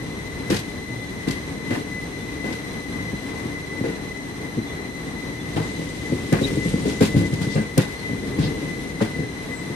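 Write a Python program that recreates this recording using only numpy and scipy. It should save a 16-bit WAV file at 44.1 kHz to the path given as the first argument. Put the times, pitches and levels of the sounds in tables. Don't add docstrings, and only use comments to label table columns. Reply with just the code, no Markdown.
import sys
import numpy as np
from scipy import signal
from scipy.fft import rfft, irfft
from scipy.io import wavfile
from scipy.ndimage import map_coordinates

SR = 44100
rng = np.random.default_rng(int(sys.argv[2]) if len(sys.argv) > 2 else 0)


def output_pcm(signal):
    pcm = np.clip(np.atleast_2d(signal).T, -1, 1) * 32767
    wavfile.write(sys.argv[1], SR, np.round(pcm).astype(np.int16))


N = 429975
TIME = np.arange(N) / SR
WHINE_HZ = 2017.6

# time_s, share
LEAN_OUT = [(5.2, 0), (6.2, 1)]
# frequency_hz, gain_db
BODY_RADIATION = [(70, -3), (110, -4), (520, -1.5), (900, -11)]


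def undb(db):
    return 10 ** (np.asarray(db) / 20)


def unit(x):
    return x / np.sqrt(np.mean(x ** 2))


def curves(table):
    s, *columns = np.transpose(table)
    return [np.interp(TIME, s, c) for c in columns]


def colour(x, points):
    hz, db = np.transpose(points)
    f = np.maximum(np.fft.rfftfreq(x.shape[-1], 1 / SR), 1)
    octaves_outside = np.maximum(np.log2(hz[0] / f), 0) + np.maximum(np.log2(f / hz[-1]), 0)
    gain_db = np.interp(np.log(f), np.log(hz), db) - 12 * octaves_outside
    return irfft(rfft(x) * undb(gain_db), x.shape[-1])


def wander(rate):
    knots = rng.standard_normal(4096)
    return unit(map_coordinates(knots, [TIME * rate], order=2, mode="wrap"))


def swell(middle_s, length_s):
    return np.exp(-2 * np.minimum(((TIME - middle_s) / length_s) ** 2, 20))


def resonant_noise(hz, width_hz, size=N, order=1):
    f = np.fft.rfftfreq(size, 1 / SR)
    attenuation = (1 + (2 * (f - hz) / width_hz) ** 2) ** order
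    return unit(irfft(rfft(rng.standard_normal((2, size))) / attenuation, size))


def add(track, start_s, sound):
    start = max(int(start_s * SR), 0)
    part = sound[..., :max(N - start, 0)]
    track[..., start:start + part.shape[-1]] += part


def at_ports(x, lag_s=0.00031):
    return np.array([x, np.interp(TIME - lag_s, TIME, x)])


def grit(spread_db):
    sizes = np.repeat(rng.standard_normal((2, N // 32 + 1)), 32, axis=1)[:, :N]
    return unit(rng.standard_normal((2, N)) * undb(spread_db * sizes))


def rolling(roar_db=-41.5):
    # time_s, rumble_db, hiss_db
    roughness = [(0.0, -32, -45.5), (3.09, -32.5, -45), (4.86, -33, -46.5), (6.11, -30.5, -43),
                 (6.54, -27, -40.5), (7.47, -28.5, -45), (7.93, -33.5, -44.5), (8.33, -28, -44),
                 (9.75, -33.5, -46)]
    # frequency_hz, density_db
    rumble_spectrum = [(25, -32), (36, -9.5), (55, -3.5), (80, -3.5), (120, -1.5), (170, -0.5), (240, -3),
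                       (285, 3), (340, -4.5), (450, -4.5), (580, -15.5), (750, -39)]
    diffuse_spectrum = [(30, -15), (60, -12.5), (200, 0.5), (400, -6.0), (600, -17), (800, -23.5)]
    roar_spectrum = [(350, -61), (600, 0), (645, 0), (1080, -1), (1210, -3.5), (1420, -8), (1900, -3.5),
                     (2470, -12), (4180, -120)]
    # frequency_hz, density_db
    hiss_spectrum = [(1500, -1.5), (1850, 1), (2300, 3), (2800, 1.5), (3700, 3.5), (4500, -1.5), (5800, -2),
                     (7200, -5), (8500, -4.5), (10000, -5.5), (12000, -5.5), (12250, -32)]
    rumble_db, hiss_db = curves(roughness)
    load = wander(14)
    diffuse = unit(colour(rng.standard_normal((2, N)), diffuse_spectrum))
    direct = unit(colour(rng.standard_normal(N), rumble_spectrum))
    rumble = at_ports(direct) + undb(-9) * diffuse
    roar = unit(colour(grit(spread_db=0.5), roar_spectrum))
    hiss = unit(colour(grit(spread_db=1.5), hiss_spectrum))
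    return (rumble * undb(rumble_db + 0.63 + 0.82 * load)
            + roar * undb(roar_db + 1.2 * load)
            + hiss * undb(hiss_db + 2.5 + 0.6 * load + 0.71 * wander(30)))


def steady_tone(hz, drift_hz):
    drift = np.cumsum(drift_hz * wander(4)) / SR
    sway = np.array([wander(3), wander(3.3)]) / (2 * np.pi)
    return np.sqrt(2) * np.sin(2 * np.pi * (hz * TIME + drift + sway))


def even_out(x):
    envelope = np.abs(signal.hilbert(unit(x)))
    return unit(x / np.sqrt(envelope + 0.5))


def whine(jitter_db=-40, pan_db=5, lean_db=-1.5, jitter_hz=36, surge_db=0.4, surges_per_s=8.1):
    # time_s, level_db
    tone_levels = [(0, -61), (1.9, -44), (4.2, -46), (5.4, -52), (6.8, -42), (7.9, -44), (9.75, -49)]
    # middle_s, length_s, level_db
    swells = [(0.97, 0.062, -36), (1.356, 0.13, -38), (1.714, 0.035, -34.5), (1.963, 0.094, -36),
              (2.46, 0.12, -37), (3.02, 0.12, -37), (3.302, 0.14, -47), (3.57, 0.079, -38),
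              (3.746, 0.081, -36), (4.121, 0.022, -36), (5.23, 0.032, -35), (5.7, 0.1, -38),
              (6.058, .06, -37.5), (6.5, 0.03, -34), (6.653, 0.1, -32.5), (7.12, 0.063, -34),
              (7.262, 0.063, -33.5), (7.51, 0.069, -37), (8.08, 0.071, -31.5), (8.717, 0.069, -35),
              (9.152, .05, -35), (9.54, 0.03, -32.5)]
    # frequency_hz, density_db
    jitter_spectrum = [(1945, -15), (1978, 1), (2000, 6), (2018, 8), (2030, 10.5), (2048, 6), (2062, 3),
                       (2074, -15), (2100, -35)]
    # steady_db, jittering_db, left_minus_right_db
    overtones = [(-56.5, -51.5, -5.5), (-59.5, -56, -2.5), (-64, -57.5, -0.5)]
    lean, = curves(LEAN_OUT)
    tone_db, = curves(tone_levels)
    sides = np.array([[1], [-1]]) / 2
    surging = undb(tone_db + surge_db * np.minimum(wander(surges_per_s), 1.6))
    singing = sum(undb(db) * swell(s, length_s) for s, length_s, db in swells)
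    jitter = undb(jitter_db) * even_out(colour(rng.standard_normal((2, N)), jitter_spectrum))
    core = np.hypot(surging, singing) * steady_tone(WHINE_HZ, drift_hz=2.487)
    out = (core + jitter) * undb(pan_db * sides)
    for k, (steady_db, jittering_db, side_db) in enumerate(overtones, 2):
        steady = undb(steady_db) * steady_tone(k * WHINE_HZ, drift_hz=4)
        jittering = undb(jittering_db) * resonant_noise(k * (WHINE_HZ + 15), k * jitter_hz)
        out += (steady + jittering) * undb(lean_db * lean + side_db * sides)
    return out


def whistle(level_db=-66, width_hz=260):
    return undb(level_db) * resonant_noise(7 * WHINE_HZ, width_hz, order=2)


def switching():
    # pitch_hz, level_db, lean_change_db
    tones = [(5889, -62, -3), (8834, -65, -2), (9134, -68, 7.5), (9233, -68, -1), (11679, -63.5, -5)]
    lean, = curves(LEAN_OUT)
    return sum(undb(db + change_db * lean + wander(1.76)) * steady_tone(hz, drift_hz=1.38)
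               for hz, db, change_db in tones)


def heaves(hz=104, rise_s=0.034, spread=0.176, count=3):
    # start_s, level_db
    drops = [(0.49, -27), (0.902, -33), (1.697, -35), (5.554, -32), (7.151, -19)]
    t = np.arange(SR // 2) / SR
    envelope = t / rise_s * np.exp(1 - t / rise_s)
    out = np.zeros(N)
    for start_s, db in drops:
        pitches = hz * np.exp(spread * rng.uniform(-0.67, 1, (count, 1)))
        ring = unit(np.sin(2 * np.pi * pitches * t).sum(axis=0))
        add(out, start_s, undb(db) * ring * envelope)
    return at_ports(out)


def body_ring(t, upper_db, main_hz, hardness=0.89, focus_db=5, focus_octaves=0.33):
    # pitch_hz, level_db, t60_s
    modes = [(98, 6, 0.049), (115.7, 7, 0.11), (159, 5, 0.14), (211.8, 3, 0.18), (276, 6.5, 0.094),
             (336.5, 2, 0.12), (405, -1, 0.12), (522, 0, 0.071), (651, -12, 0.1), (817, -12.5, 0.11)]
    hz, db, t60 = np.transpose(modes)[:, :, None]
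    hz = hz * (1 + 0.057 * rng.standard_normal(hz.shape))
    focus = np.exp(-(np.log2(hz / main_hz) / focus_octaves) ** 2)
    tilt_db = hardness * (upper_db + 13) * np.log2(hz / 230)
    gain = undb(db + focus_db * focus + tilt_db)
    polarity = np.where(np.arange(len(hz)) % 2, -1, 1)[:, None]
    decay = np.exp(-np.log(1000) * t / t60)
    return np.sum(polarity * gain * np.sin(2 * np.pi * hz * t) * decay, axis=0)


def thud(t, length_s, upper_db, main_hz, bounce=0.6, bounce_s=0.008, count=16):
    gaps, sizes = rng.uniform(0.3, 1.7, count), rng.standard_normal(count)
    delays = np.minimum(bounce_s * np.cumsum(gaps), t[-1])
    blows = np.zeros(len(t))
    blows[(delays * SR).astype(int)] = bounce * sizes * np.exp(-(delays / length_s) ** 2)
    blows[0] = 1
    boom = signal.fftconvolve(blows, body_ring(t, upper_db, main_hz))[:len(t)]
    return undb(-19.5) * unit(boom)


def panel_modes(x, spacing_hz=70, depth_db=3):
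    f = np.fft.rfftfreq(N, 1 / SR)
    peaks = map_coordinates(rng.standard_normal(4096), [f / spacing_hz], order=2, mode="wrap")
    return irfft(rfft(x) * undb(depth_db * np.minimum(peaks, 2)), N)


def chatter(strikes_per_s=120, ring_s=0.036, floor=0.16):
    strikes = (rng.random(N) < strikes_per_s / SR) * rng.exponential(size=N)
    energy = signal.lfilter([1], [1, -np.exp(-2 / (ring_s * SR))], strikes)
    return unit(np.sqrt(energy / energy.mean() + floor))


def jolts(hold_share=0.69, rise_s=0.0021, shake_s=0.042, tail_db=-17, tail_s=0.097, side_db=-14):
    # start_s, length_s, boom_db, upper_modes_db, clank_db, rattle_db, main_hz
    impacts = [(0.497, 0.057, -4.5, -11.5, -23, -26.5, 344), (1.27, 0.021, -9, -13, -31, -32.5, 283),
               (1.702, 0.075, -10, -12.5, -26.5, -38.5, 285), (2.438, 0.14, -14.5, -8, -33, -43, 282),
               (3.835, 0.075, -11.5, -4, -31, -45, 333), (5.557, 0.045, -9, -9.5, -31, -41.5, 134),
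               (5.787, 0.052, -15.5, -10, -50, -44, 154), (6.321, 0.029, -1.5, -14, -20.5, -36.5, 133),
               (6.411, 0.092, -7, -9.5, -49, -38.5, 240), (6.851, 0.095, -7.5, -9.5, -34, -39, 302),
               (7.004, 0.04, 1, -10, -24.5, -28.5, 227), (7.159, 0.065, -0.5, -18, -33, -34.5, 175),
               (7.322, 0.024, -8.5, -15, -37, -43, 191), (7.407, 0.05, -10.5, -26, -33.5, -39, 162),
               (7.553, 0.038, -5, -14, -26.5, -47, 134), (7.772, 0.018, 0.5, -12.5, -21, -28, 138),
               (8.383, 0.085, -5.5, -20, -33, -39.5, 171), (9.009, 0.024, -5, -10, -25.5, -34.5, 183),
               (9.155, 0.12, -10.5, -11.5, -39.5, -50, 165)]
    # frequency_hz, density_db
    clank_spectrum = [(400, 15.5), (600, 7.5), (850, 4.5), (1300, -0.5), (1850, 6.5), (2400, -1.5),
                      (3500, -11)]
    # frequency_hz, density_db
    rattle_spectrum = [(1500, -2), (2500, 8), (3800, 10), (6000, 4), (8500, 2.5), (12000, 2), (12600, -45)]
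    t = np.arange(SR // 2) / SR
    boom, side_boom, clank_power, rattle_power = np.zeros((4, N))
    for start_s, length_s, boom_db, upper_db, clank_db, rattle_db, main_hz in impacts:
        settling = np.maximum(t - hold_share * length_s, 0)
        decay = np.exp(-settling / shake_s) + undb(tail_db) * np.exp(-settling / tail_s)
        shake = (1 - np.exp(-t / rise_s)) * decay
        add(boom, start_s + 0.0021, undb(boom_db) * thud(t, length_s, upper_db, main_hz))
        add(side_boom, start_s + 0.0016, undb(boom_db + side_db) * thud(t, length_s, upper_db, main_hz))
        add(clank_power, start_s + 0.0009, (shake * undb(clank_db)) ** 2)
        add(rattle_power, start_s + 0.0021, (shake * undb(rattle_db)) ** 2)
    clank = np.sqrt(clank_power) * unit(colour(panel_modes(grit(spread_db=4)), clank_spectrum))
    rattle = np.sqrt(rattle_power) * unit(colour(grit(spread_db=-0.5), rattle_spectrum)) * chatter()
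    walls = np.array([[1], [-1]]) * colour(side_boom, BODY_RADIATION)
    return at_ports(colour(boom, BODY_RADIATION)) + walls + undb(-3) * clank + undb(-0.5) * rattle


def ticks(decay_cycles=24, relative_width=1.57, rise_s=0.0016):
    # start_s, level_db, centre_hz
    contacts = [(.5015, -22, 4600), (.524, -38, 3000), (0.543, -24, 3900), (0.565, -23.5, 3830),
                (.586, -30, 3800), (1.284, -25.5, 4000), (1.308, -24.5, 4450), (2.525, -29.5, 3900),
                (5.5655, -29, 2400), (5.566, -27, 585), (6.326, -20, 6760), (6.897, -31, 3300),
                (7.016, -28, 870), (7.189, -35, 5500), (7.337, -30, 5000), (7.778, -8.5, 9700),
                (9.005, -28, 950), (9.021, -31, 3800)]
    t = np.arange(SR // 4) / SR
    out = np.zeros((2, N))
    for start_s, db, hz in contacts:
        envelope = (1 - np.exp(-t / rise_s)) * np.exp(-t * hz / decay_cycles)
        ring = resonant_noise(hz, relative_width * hz, size=len(t))
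        add(out, start_s, undb(db) * np.sqrt(2) * envelope * ring)
    return out


def flange_chirps():
    # middle_s, length_s, pitch_hz, width_hz, level_db
    slips = [(1.02, 0.13, 3500, 140, -50.5), (2.215, 0.04, 3530, 60, -48), (4.697, .04, 3470, 60, -46),
             (5.42, 0.04, 3490, 60, -46.5), (6.446, 0.019, 3840, 380, -26),
             (7.535, 0.048, 4460, 5000, -36.5), (7.998, 0.053, 4270, 500, -44),
             (8.448, 0.048, 4000, 3800, -33), (8.83, 0.023, 11000, 900, -45),
             (9.58, 0.085, 7900, 1010, -44.5)]
    return sum(undb(db) * swell(s, length_s) * resonant_noise(hz, width_hz, order=2)
               for s, length_s, hz, width_hz, db in slips)


def thumps(rebounds_s=0.015, upper_db=-14):
    # start_s, relative_level_db, main_hz
    dips = [(3.131, -15.5, 220), (3.45, -18.5, 218), (3.806, -11.5, 195), (3.885, -22, 171),
            (4.573, -9.5, 267), (6.095, -17.5, 280), (6.119, -7.5, 300), (6.568, -7.5, 308),
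            (6.653, -11, 179), (6.735, -7, 149), (6.817, -17, 210), (7.027, -10, 288), (7.143, -6.5, 153),
            (7.231, -11.5, 123), (7.467, -11.5, 113), (7.588, -13, 134), (8.093, -16, 212),
            (8.126, -16, 200), (8.283, -19, 196), (8.382, -7.5, 207), (8.466, -14.5, 170),
            (9.696, -16, 111)]
    t = np.arange(SR // 2) / SR
    boom = np.zeros(N)
    for start_s, db, main_hz in dips:
        add(boom, start_s, undb(db) * thud(t, rebounds_s, upper_db, main_hz))
    return at_ports(colour(boom, BODY_RADIATION))


def flange_scrape():
    # time_s, level_db
    scrape = [(5.3, -74), (5.65, -43), (6.25, -49.5), (6.65, -41), (7.2, -46), (7.55, -40.5), (7.75, -57),
              (9.75, -53)]
    # pitch_hz, width_hz, relative_level_db
    wheel_modes = [(1810, 390, -15), (3000, 1400, -4), (3670, 810, -1), (4600, 1100, -2), (6250, 3600, 1.5),
                   (8300, 3900, 2.5)]
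    scrape_db, = curves(scrape)
    wheel = np.zeros((2, N))
    for hz, width_hz, db in wheel_modes:
        ring = resonant_noise(hz, width_hz, order=2)
        wheel += undb(db) * ring * chatter(strikes_per_s=33, ring_s=0.014, floor=0.63)
    return undb(scrape_db) * unit(wheel)


def scene():
    return (rolling() + jolts() + thumps() + heaves() + ticks()
            + flange_scrape() + flange_chirps() + whine() + whistle() + switching())


def record(dry, drive_db=0.23, top_hz=15000):
    # frequency_hz, gain_db
    right_response = [(100, -1), (170, -0.5), (300, -4.5), (480, -1.5), (700, 0.5), (1200, -2.5),
                      (2300, -1), (4400, -2.5), (7000, -4), (8700, -6), (10500, -14.5), (12000, -24)]
    hz, db = np.transpose(right_response)
    right_gain = undb(np.interp(np.fft.rfftfreq(N, 1 / SR), hz, db))
    right = irfft(rfft(dry[1]) * right_gain, N)
    rounded = np.tanh(undb(drive_db) * np.array([dry[0], right]))
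    return signal.sosfilt(signal.ellip(10, 0.2, 70, top_hz, fs=SR, output="sos"), rounded)


dry = scene()
out = record(dry)
output_pcm(out)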